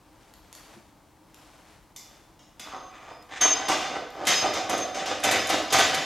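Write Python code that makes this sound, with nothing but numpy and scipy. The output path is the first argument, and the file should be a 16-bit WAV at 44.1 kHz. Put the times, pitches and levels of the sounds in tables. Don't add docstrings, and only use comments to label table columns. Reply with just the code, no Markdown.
import sys
import numpy as np
from scipy import signal
from scipy.fft import rfft, irfft
from scipy.io import wavfile
from scipy.ndimage import map_coordinates

SR = 44100
rng = np.random.default_rng(int(sys.argv[2]) if len(sys.argv) > 2 else 0)


def master_out(mix):
    frames = np.transpose(np.atleast_2d(mix))
    ceiling = np.clip(frames, -1, 1)
    pcm = np.round(ceiling * 32767).astype(np.int16)
    wavfile.write(sys.argv[1], SR, pcm)


N = 266937
T = np.arange(N) / SR
FREQ = np.maximum(np.arange(N + 1) * SR / (2 * N), 1)

# centre_hz, width_hz, lift_db
STEEL_MODES = [(92, 27, 11.5), (297, 35, 8.5), (644.5, 8, 4), (748.5, 57, 6), (798, 37.6, 7), (853, 56, -9),
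               (1203, 110, 4), (1506, 29, 3.5), (1529, 39, 6), (2032, 144, 5), (2434, 240, 3.5),
               (2945, 61, 5), (3100, 120, 5), (3587, 120, 8.5), (4160, 13, -2), (4345, 36, -13),
               (4960, 39, 6.5), (6000, 20, -6.5), (6240, 54, 11), (6750, 32, 12.5), (10630, 98, 5.5),
               (12260, 250, 5.5)]
# start_s, force_db, tick_db (relative levels)
KNOCK_EVENTS = [(1.962, -54.5, -42), (2.392, -57, -68), (2.596, -41, -44.5), (4.252, -36, -48),
                (5.472, -43, -35.5), (5.703, -30.5, -60)]
# clack_s, length_s, force_db, weight_db, tick_db (relative levels)
TWIST_EVENTS = [(3.411, 0.063, -24.5, 0.5, -35.5), (3.684, 0.051, -25.5, 2, -37.5),
                (3.817, 0.073, -37.5, -0.5, -60), (4.270, 0.066, -20.5, -5.5, -28),
                (4.536, 0.071, -32.5, 4.5, -44), (4.696, 0.052, -32, 8.5, -35.5),
                (4.779, 0.046, -40, 10, -40), (4.945, 0.089, -34, 4, -57), (5.058, 0.077, -31.5, 2.5, -50),
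                (5.237, .056, -24, 2.5, -29.5), (5.312, 0.071, -26.5, 1.5, -29.5),
                (5.492, .058, -25.5, 1, -33.5), (5.726, 0.055, -21, 0.5, -27),
                (5.787, 0.031, -21.5, -0.5, -31.5), (5.944, .09, -33.5, 1, -33)]
SQUEAL_HIGH_HZ, SQUEAL_LOW_HZ = 6342, 5074


def undb(db):
    return 10 ** (np.asarray(db) / 20)


def unit(x):
    return x / np.sqrt(np.mean(x ** 2))


def at_hz(points, hz=FREQ):
    f, value = np.transpose(points)
    return np.interp(np.log(hz), np.log(f), value)


def colour(x, points, modes=()):
    db = at_hz(points)
    for hz, width, lift in modes:
        db = db + lift / (1 + (2 * (FREQ - hz) / width) ** 2)
    cepstrum = irfft(np.log(unit(undb(db))))
    cepstrum[1:N] *= 2
    cepstrum[N + 1:] = 0
    response = irfft(np.exp(rfft(cepstrum)))[:SR // 4]
    return signal.fftconvolve(x, response)[:N]


def walk(rate):
    steps = rng.standard_normal(4096)
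    return map_coordinates(steps, [T * rate], order=3, mode="wrap")


def tail(build_s):
    # frequency_hz, t60_s
    decay_times = [(100, 1), (700, 0.8), (3000, 0.83), (6500, 0.81), (10000, 0.31), (16000, 0.68)]
    t = T[:SR]
    noise = rfft(rng.standard_normal(SR))
    hz = np.maximum(np.arange(SR // 2 + 1), 1)
    centres = np.log(np.geomspace(100, 16000, 9))
    out = 0
    for centre, pick in zip(centres, np.eye(len(centres))):
        band = irfft(noise * np.interp(np.log(hz), centres, pick), SR)
        t60 = at_hz(decay_times, np.exp(centre))
        out = out + band * np.exp(-np.log(1000) * t / t60)
    out = out * (1 - np.exp(-t / build_s))
    return out / np.linalg.norm(out)


def resonate(x, hz, q):
    return signal.lfilter(*signal.iirpeak(hz, q, fs=SR), x + 1e-18)


def add(track, s, sound):
    i = int(s * SR)
    track[i:i + len(sound)] += sound[:N - i]


def held(s, length, rise_s, fall_s):
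    age = np.maximum(T - s, 0)
    return (1 - np.exp(-age / rise_s)) * np.exp(-np.maximum(age - length, 0) / fall_s)


def slips(rate, scatter_db):
    size = undb(scatter_db * np.clip(rng.standard_normal(N), -2, 2))
    size = size * rng.choice([-1, 1], N)
    return unit((rng.random(N) < rate / SR) * size)


def arm_motion():
    # middle_s, half_length_s, level_db (relative)
    reach_events = [(.28, 0.15, -60.5), (0.683, 0.14, -55), (1.457, .1, -57.5), (1.67, 0.12, -58),
                    (2.148, 0.12, -59.5)]
    rest_gain = undb(-67.5)
    reaches = [undb(db) * np.exp(-.5 * ((T - s) / half) ** 2) for s, half, db in reach_events]
    return np.sqrt(rest_gain ** 2 + np.sum(np.square(reaches), axis=0))


def workshop(sleeve_db):
    # frequency_hz, relative_db_per_hz
    air_spectrum = [(15, -28), (25, 3), (190, -5), (301, -12), (489, -11.5), (659, -10.5), (818, -9),
                    (887, -6.5), (1650, -22.5), (2000, -22), (2280, -25), (16000, -33)]
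    # frequency_hz, relative_db_per_hz
    cloth_spectrum = [(100, -16), (600, 7), (1200, 4.5), (2500, -0.5), (6000, -6.5), (9000, -11),
                      (13000, -17), (16000, -47)]
    drone = (307.4, 61, 13.8)
    air = undb(-57) * colour(rng.standard_normal(N), air_spectrum, [drone])
    folds = slips(rate=6000, scatter_db=4) * undb(.8 * walk(30))
    cloth = colour(folds, cloth_spectrum) * arm_motion() * undb(sleeve_db)
    return air + cloth


def thumps(length_s):
    # start_s, level_db, pitch_hz
    thump_events = [(.76, -47.5, 343), (.765, -49, 217), (5.972, -38, 155)]
    out, t = np.zeros(N), T[:SR // 2]
    swell = t / length_s * np.exp(1 - t / length_s)
    for s, db, hz in thump_events:
        add(out, s, undb(db) * swell * np.sin(2 * np.pi * hz * t))
    return out


def clink(db, ring_s, first_db, entry_db):
    # frequency_hz, relative_db_per_hz
    clink_spectrum = [(3000, -21), (5100, 2), (7700, -1), (9200, -25), (10650, -5), (11300, -14),
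                      (11950, -1), (13500, -31)]
    # frequency_hz, relative_db, t60_s
    loose_modes = [(2105, -8, 1.0), (2970, -15, 1.4), (3490, -2.5, 1.2), (5070, -1.5, 0.53),
                   (5800, -6, 0.5), (6347, -2, .3), (7000, 1, .25), (10590, -7.5, 0.51), (11850, -6, .4)]
    out, t = np.zeros(N), T[:SR]
    first_s, entry_s = KNOCK_EVENTS[0][0], KNOCK_EVENTS[2][0]
    add(out, first_s, tail(build_s=.004) * np.exp(-t / ring_s))
    out = undb(db) * colour(out, clink_spectrum)
    modes = np.zeros(len(t))
    for hz, mode_db, t60 in loose_modes:
        modes += undb(mode_db - 60 * t / t60) * np.sin(2 * np.pi * hz * t)
    add(out, first_s, undb(first_db) * modes)
    add(out, entry_s, undb(entry_db) * modes)
    return out


def squeals(db, waver_hz, ring_s, room_db):
    # start_s, length_s, level_db (relative), mode_hz (before wavering)
    squeal_events = [(2.693, 0.2, -56, SQUEAL_HIGH_HZ), (3.112, 0.11, -59, SQUEAL_LOW_HZ),
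                     (3.41, 0.073, -19, SQUEAL_HIGH_HZ), (3.504, 0.021, -21, SQUEAL_HIGH_HZ),
                     (3.517, 0.049, -36.5, SQUEAL_LOW_HZ), (3.608, 0.094, -39.5, SQUEAL_HIGH_HZ),
                     (4.298, 0.13, -32.5, SQUEAL_HIGH_HZ), (4.343, 0.074, -26, SQUEAL_LOW_HZ),
                     (4.725, 0.11, -34.5, SQUEAL_HIGH_HZ), (5.005, 0.011, -46, SQUEAL_HIGH_HZ),
                     (5.392, 0.044, -35, SQUEAL_LOW_HZ)]
    drift = 2 * np.pi * np.cumsum(waver_hz * walk(70)) / SR
    tone = np.zeros(N)
    for s, length, level_db, hz in squeal_events:
        envelope = held(s, length, rise_s=0.0015, fall_s=ring_s)
        tone += undb(level_db) * envelope * np.sin(2 * np.pi * hz * T + drift)
    tone *= np.sqrt(2) * undb(db + 2 * walk(50))
    return tone + undb(room_db) * signal.fftconvolve(tone, tail(build_s=0.0035))[:N]


def strokes():
    # start_s, length_s, force_db, weight_db (relative levels)
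    slide_events = [(2.65, 0.078, -43.5, 6), (2.726, 0.044, -54, 19), (2.882, 0.2, -49, 5.5),
                    (3.076, 0.039, -46.5, 10.5), (3.285, 0.095, -37.5, -1), (3.548, 0.1, -35, 4),
                    (3.894, 0.083, -38.5, 8), (4.128, 0.12, -43.5, 12), (4.408, 0.066, -29, 6.5),
                    (5.889, 0.051, -28, -3.5)]
    lead_s = 0.0078
    twist_swell, slide_swell = 0.12, 0.25
    engage_s, seating_s = 2.57, 0.89
    loose_hz, seated_hz = 1270, 690
    sag_per_db = .013
    pushes = [(s - lead_s, length, force_db, weight_db, twist_swell)
              for s, length, force_db, weight_db, _ in TWIST_EVENTS]
    pushes += [(*row, slide_swell) for row in slide_events]
    rows = []  # start_s, length_s, rise_s, groan_db, pitch_hz, grit_db
    for s, length, force_db, weight_db, swell in pushes:
        hz = seated_hz + (loose_hz - seated_hz) * np.exp((engage_s - s) / seating_s)
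        hz = hz * np.exp(-sag_per_db * weight_db)
        rows.append((s, length, swell * length, force_db + weight_db, hz, force_db))
    return rows


def dry_and_room(dry, room_db):
    return dry + undb(room_db) * signal.fftconvolve(dry, tail(build_s=0.013))[:N]


def rubbing(groan_db, grit_db, room_db, grip_db, grip_q, firmness, flank_db, flank_q):
    # frequency_hz, relative_db_per_hz
    groan_spectrum = [(25, -27), (85, -11), (160, -9), (320, 0), (750, -1.5), (950, -3), (1300, -2.5),
                      (2000, -18), (5000, -16), (16000, -61)]
    # frequency_hz, relative_db_per_hz
    grit_spectrum = [(200, -25), (900, -16), (1700, 6), (3300, -3), (4600, -7.5), (6800, -7.5), (8200, -13),
                     (11000, -36), (16000, -57)]
    firm_groan_db = -20
    flank_low_hz, flank_high_hz = 1305, 5930
    coarse = slips(rate=600, scatter_db=3) * undb(1.8 * walk(40))
    fine = slips(rate=1800, scatter_db=4) * undb(1.8 * walk(45))
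    groan, grit = np.zeros(N), np.zeros(N)
    for s, length, rise_s, low_db, hz, high_db in strokes():
        pressure = held(s, length, rise_s, fall_s=0.014)
        push = coarse * pressure * undb(low_db)
        shake = push * undb(firmness * (low_db - firm_groan_db))
        groan += shake + undb(grip_db) * resonate(push, hz, grip_q)
        rasp = fine * pressure * undb(high_db)
        flanks = flank_low_hz * (flank_high_hz / flank_low_hz) ** rng.random(size=3)
        grit += rasp + undb(flank_db) * sum(resonate(rasp, f, flank_q) for f in flanks)
    groan = undb(groan_db) * colour(groan, groan_spectrum, STEEL_MODES)
    grit = undb(grit_db) * colour(grit, grit_spectrum, STEEL_MODES)
    return dry_and_room(groan + grit, room_db)


def chatter(length, rate, scatter_db):
    t = T[:SR // 5]
    size = rng.choice([-1, 1], len(t)) * undb(scatter_db * rng.uniform(-1.57, 1, len(t)))
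    force = (rng.random(len(t)) < rate / SR) * size
    force[0] = 1
    force *= np.exp(-(t / length) ** 2)
    return force / np.linalg.norm(force)


def contacts(rows, modes, tick_db, ring_db, tick_room_db, direct_db, point_db):
    # frequency_hz, relative_db_per_hz
    tick_spectrum = [(30, -46), (1000, -8.5), (3000, 1.5), (7000, 10), (8500, 5), (11000, 1), (13500, -2.5),
                     (16000, -28.5)]
    # frequency_hz, relative_db_per_hz
    ring_spectrum = [(25, -14), (100, -27.5), (200, 0.5), (350, -7), (700, 4.5), (1000, 1), (2500, 2),
                     (4500, 3), (6800, 1), (8200, -8), (11000, -21.5), (16000, -37.5)]
    tick, ring = np.zeros(N), np.zeros(N)
    for s, sharp_db, body_db, length, hz in rows:
        force = chatter(length, rate=5000, scatter_db=6)
        pitched = force + undb(point_db) * resonate(force, hz, q=13.0)
        add(tick, s, pitched * undb(sharp_db + tick_db) * np.sqrt(length * SR))
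        add(ring, s, force * undb(body_db + ring_db))
    tick = colour(tick, tick_spectrum, modes)
    ring = colour(ring, ring_spectrum, modes)
    room = signal.fftconvolve(ring + undb(tick_room_db) * tick, tail(build_s=0.0066))[:N]
    return tick + undb(direct_db) * ring + room


def clacks():
    firm_db = -22
    firm_chatter_s, growth = 0.021, 0.41
    clack_hz = 10300
    blows = list(KNOCK_EVENTS)
    blows += [(s, force_db, tick_db) for s, _, force_db, _, tick_db in TWIST_EVENTS]
    rows = []  # start_s, tick_db, ring_db, chatter_s, pitch_hz
    for s, force_db, tick_db in blows:
        length = firm_chatter_s * undb(growth * (force_db - firm_db))
        rows.append((s, tick_db, force_db, length, clack_hz))
    return rows


def stereo(x, balance_db, wider_db):
    # frequency_hz, level_db
    side_width = [(60, -18.5), (600, -18), (2500, -21), (4400, -20), (8000, -6.5), (15000, -17)]
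    t = T[:SR // 10]
    early = rng.standard_normal(len(t)) * t * np.exp(-t / .008)
    side = signal.fftconvolve(x, early / np.linalg.norm(early))[:N]
    side = rfft(side, 2 * N) * undb(at_hz(side_width) + wider_db)
    sign = np.array([[1], [-1]])
    return irfft(rfft(x, 2 * N) * undb(sign * balance_db / 2) + sign * side)[:, :N]


def scene():
    # start_s, tick_db (relative), pitch_hz
    tick_events = [(.338, -45.5, 11900), (0.528, -37, 10100), (.551, -39, 12500), (1.344, -43.5, 11800),
                   (3.225, -50, 12400), (4.104, -47, 12860), (5.202, -39, 9800)]
    # frequency_hz, level_db
    spindle_balance = [(100, 3), (200, 4), (380, -2), (700, -3), (1200, 0.6), (8000, -0.4)]
    touch_ring_db, touch_s = -15, 0.0021
    touch_rows = [(s, db, db + touch_ring_db, touch_s, hz) for s, db, hz in tick_events]
    touches = contacts(touch_rows, (), tick_db=-6.0, ring_db=30.5, tick_room_db=1.5,
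                       direct_db=-4.0, point_db=7)
    around = touches + thumps(length_s=0.009) + workshop(sleeve_db=0.5)
    loose = clink(db=-12.5, ring_s=0.94, first_db=-55, entry_db=-50.5)
    singing = squeals(db=-3.0, waver_hz=14.0, ring_s=0.014, room_db=-6.0)
    rub = rubbing(groan_db=-7.5, grit_db=-6.5, room_db=-2.0, grip_db=4.5, grip_q=2.28,
                  firmness=0.29, flank_db=2, flank_q=33)
    knocks = contacts(clacks(), STEEL_MODES, tick_db=1.5, ring_db=33.5, tick_room_db=-5.5,
                      direct_db=-8.5, point_db=-5.5)
    spindle = loose + knocks + rub + singing
    placed_spindle = stereo(spindle, at_hz(spindle_balance), wider_db=1.0)
    return placed_spindle + stereo(around, balance_db=1.4, wider_db=5.5)


def record(dry):
    low_hz, top_hz = 34, 16200
    thinned = signal.sosfilt(signal.butter(4, low_hz, "high", fs=SR, output="sos"), dry)
    return signal.sosfilt(signal.ellip(10, .2, 80, top_hz, fs=SR, output="sos"), thinned)


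dry = scene()
out = record(dry)
master_out(out)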